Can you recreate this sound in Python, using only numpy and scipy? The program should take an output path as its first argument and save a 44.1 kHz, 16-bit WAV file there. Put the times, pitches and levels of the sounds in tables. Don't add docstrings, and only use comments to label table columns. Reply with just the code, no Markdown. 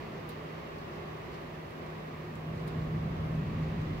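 import sys
import numpy as np
from scipy import signal
from scipy.fft import rfft, irfft
from scipy.io import wavfile
from scipy.ndimage import uniform_filter1d

SR = 44100
rng = np.random.default_rng(int(sys.argv[2]) if len(sys.argv) > 2 else 0)


def file_out(sig):
    cols = np.atleast_2d(sig).T
    lim = np.clip(cols, -1, 1)
    pcm = np.round(lim * 32767).astype(np.int16)
    wavfile.write(sys.argv[1], SR, pcm)


N = 176400

# f/Hz, relative density/dB
HUSH_MID_SPECTRUM = [(13, -61), (22, -29), (45, -13.5), (70, -8.5), (97, -9.5), (130, -7.5), (160, -7),
                     (190, -9), (215, -8), (285, -10), (308, -13.5), (342, -7.5), (385, -9.5), (422, -7),
                     (465, -14), (520, -12), (710, -15.5), (825, -19.5), (1150, -16.5), (1430, -26),
                     (1940, -22), (2430, -26.5), (2800, -29.5), (3210, -34), (4400, -38.5), (6000, -46),
                     (9000, -54.5), (11700, -84), (19800, -120)]
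# f/Hz, relative density/dB
HUSH_SIDE_SPECTRUM = [(24, -47), (40, -16), (66, -17.5), (101, -18), (139, -12), (183, -37), (200, -3),
                      (219, -2), (251, -23), (287, 0), (337, -5), (404, -0.5), (621, -5), (815, -2.5),
                      (912, -4), (1310, -7), (1570, -11), (2960, -18), (9000, -42), (11700, -70),
                      (19800, -120)]
# f/Hz, left minus right/dB
HUSH_BALANCE = [(60, -2), (250, 1.5), (480, -3), (750, 1), (1300, -2), (2000, -2), (3200, -5), (5500, -5.5),
                (8000, 3)]
# t/s, gain/dB
TRAFFIC_DRIFT = [(0, 0.7), (.8, 0.44), (1.5, -0.2), (2.3, 0), (3.2, 1.5), (4, 0.1)]
# t/s, gain/dB
TREBLE_DRIFT = [(0, 0.5), (1.5, 0.64), (2.6, -0.6), (3.1, -1.3), (3.5, 0.8), (4, 1.9)]
# f/Hz, relative density/dB
RUMBLE_SPECTRUM = [(15, -18), (28, -19), (45, -6.5), (85, -0.5), (125, -1.5), (165, 0), (215, -5.5),
                   (290, -11.5), (420, -23.5), (800, -31.5), (2000, -80)]
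# t/s, gain/dB
RUMBLE_SWELL = [(0, -35), (2.1, -19), (2.35, -13), (2.5, -7), (2.76, -4), (2.92, -1.5), (3.4, -0.5),
                (3.62, 0), (4, -1)]
# t/s, level/dB
HUM_ENVELOPE = [(0, -50), (2.25, -48.5), (2.55, -42.5), (2.88, -36.5), (3.22, -37), (3.46, -41),
                (3.59, -34), (3.8, -40), (4, -39.5)]
# f/Hz, level/dB, left minus right/dB, wander/Hz
WHINE_TONES = [(343, -61, 3, 5), (362, -60, 4, 2), (1627, -76, -2, 4), (1786, -77, -2, 4),
               (1902, -73, -2, 3), (2266, -76, -3, 4), (2440, -76, -3, 3), (2536, -79, -3, 3),
               (2710, -79, -4, 3), (2820, -79, -4, 3), (5891, -88, -8, 2.5)]
# t/s, level/dB, centre f/Hz
HANDLING_TICKS = [(0.29, -50.5, 12200), (.307, -65, 12000), (.783, -61, 4500), (1.341, -57.5, 4200),
                  (1.706, -67, 9000), (1.862, -65.5, 6500), (2.353, -61, 7700), (2.598, -65, 5500),
                  (2.6735, -56.5, 10800), (2.678, -59, 8400), (3.351, -64, 7000), (3.813, -64, 6000)]
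# f/Hz, relative density/dB
HISS_SPECTRUM = [(3000, -13), (7000, -2), (9500, -6), (10800, -3), (11450, -1), (12200, -1.5), (13300, -1),
                 (15500, 1.5)]

TIMES, FREQS = np.arange(N) / SR, np.arange(N // 2 + 1) * SR / N


def traffic(air_hz=7500, treble_hz=1400, flicker_db=.5):
    absorption = 1 / np.sqrt(1 + (FREQS / air_hz) ** 10)
    mid, side = (noise(colour(rows) * walls() * absorption) * undb(db + flicker_db * walk(rate=5.7))
                 for rows, db in ((HUSH_MID_SPECTRUM, -44.5), (HUSH_SIDE_SPECTRUM, -47.5)))
    lean = np.sqrt(colour(HUSH_BALANCE))
    hush = irfft(rfft(spread(mid, side)) * np.array([lean, 1 / lean]), N)
    treble = signal.sosfiltfilt(signal.butter(2, treble_hz, "high", fs=SR, output="sos"), hush)
    return (hush + treble * (undb(curve(TREBLE_DRIFT)) - 1)) * undb(curve(TRAFFIC_DRIFT))


def walls(count=14, shortest_s=.008, longest_s=.07, echo_db=-19):
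    delays = rng.uniform(shortest_s, longest_s, count)
    echoes = sum(np.exp(-2j * np.pi * FREQS * delay) for delay in delays)
    return 1 + undb(echo_db) * echoes * FREQS / (FREQS + 500)


def rumble(peak_db=-36, side_db=-20):
    band = colour(RUMBLE_SPECTRUM)
    both = spread(noise(band), undb(side_db) * noise(band))
    return pan(both, db=0.5) * undb(peak_db + curve(RUMBLE_SWELL))


def machinery(fan_hz=156.7, weaker_fan_hz=164.0):
    envelope = undb(curve(HUM_ENVELOPE) + .6 * walk(rate=13))
    fan = tone(fan_hz, wander_hz=.2, rate=4.95)
    weaker_fan = undb(-14) * tone(weaker_fan_hz, wander_hz=.2, rate=2.1)
    out = pan((fan + weaker_fan) * envelope, db=-1.5)
    for hz, db, lean_db, wander_hz in WHINE_TONES:
        whine = tone(hz, wander_hz, rate=25) * undb(db + 2 * walk(rate=14))
        out += pan(whine, lean_db)
    return out


def ticks(attack_s=.00036, decay_s=.0042, tail_s=.02, case_hz=3930, case_decay_s=.026):
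    case = stereo_noise(resonance(case_hz, octaves=.33))
    out = np.zeros((2, N))
    for start, db, centre_hz in HANDLING_TICKS:
        age = np.maximum(TIMES - start, 0)
        rise = 1 - np.exp(-age / attack_s)
        fade = np.exp(-age / decay_s) + undb(-9) * np.exp(-age / tail_s)
        crack = fade * stereo_noise(resonance(centre_hz, octaves=.47))
        ring = undb(-4) * np.exp(-age / case_decay_s) * case
        out += undb(db) * rise * (crack + ring)
    return out


def rustle(centre_hz=4330, level_db=-78, swing_db=5):
    rubbing = stereo_noise(resonance(centre_hz, octaves=.37))
    return rubbing * undb(level_db + swing_db * walk(rate=29))


def hiss(level_db=-67):
    return pan(stereo_noise(colour(HISS_SPECTRUM)), db=0.8) * undb(level_db)


def undb(db):
    return 10 ** (np.asarray(db) / 20)


def unit(x):
    return x / np.sqrt(np.mean(x ** 2))


def curve(rows):
    return np.interp(TIMES, *np.array(rows).T)


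def colour(rows):
    hz, db = np.array(rows).T
    return undb(np.interp(np.log(FREQS + 1), np.log(hz), db))


def resonance(centre_hz, octaves):
    return 1 / (1 + (np.log2((FREQS + 1) / centre_hz) / octaves) ** 2)


def noise(gain):
    return unit(irfft(rfft(rng.standard_normal(N)) * gain, N))


def stereo_noise(gain):
    return np.array([noise(gain), noise(gain)])


def walk(rate):
    hold = int(SR / rate)
    steps = rng.standard_normal(N // 100)[np.arange(N) // hold]
    return unit(uniform_filter1d(uniform_filter1d(steps, hold), hold))


def tone(hz, wander_hz, rate):
    return np.sqrt(2) * np.sin(2 * np.pi * np.cumsum(hz + wander_hz * walk(rate)) / SR)


def pan(x, db):
    return x * undb(np.array([[db], [-db]]) / 2)


def spread(mid, side):
    return np.array([mid + side, mid - side])


def scene():
    return traffic() + rumble() + machinery() + ticks() + rustle() + hiss()


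def record(dry, bottom_hz=18, top_hz=15750):
    dry = signal.sosfilt(signal.butter(2, bottom_hz, "high", fs=SR, output="sos"), dry)
    return signal.sosfilt(signal.ellip(10, .2, 70, top_hz, fs=SR, output="sos"), dry)


dry = scene()
out = record(dry)
file_out(out)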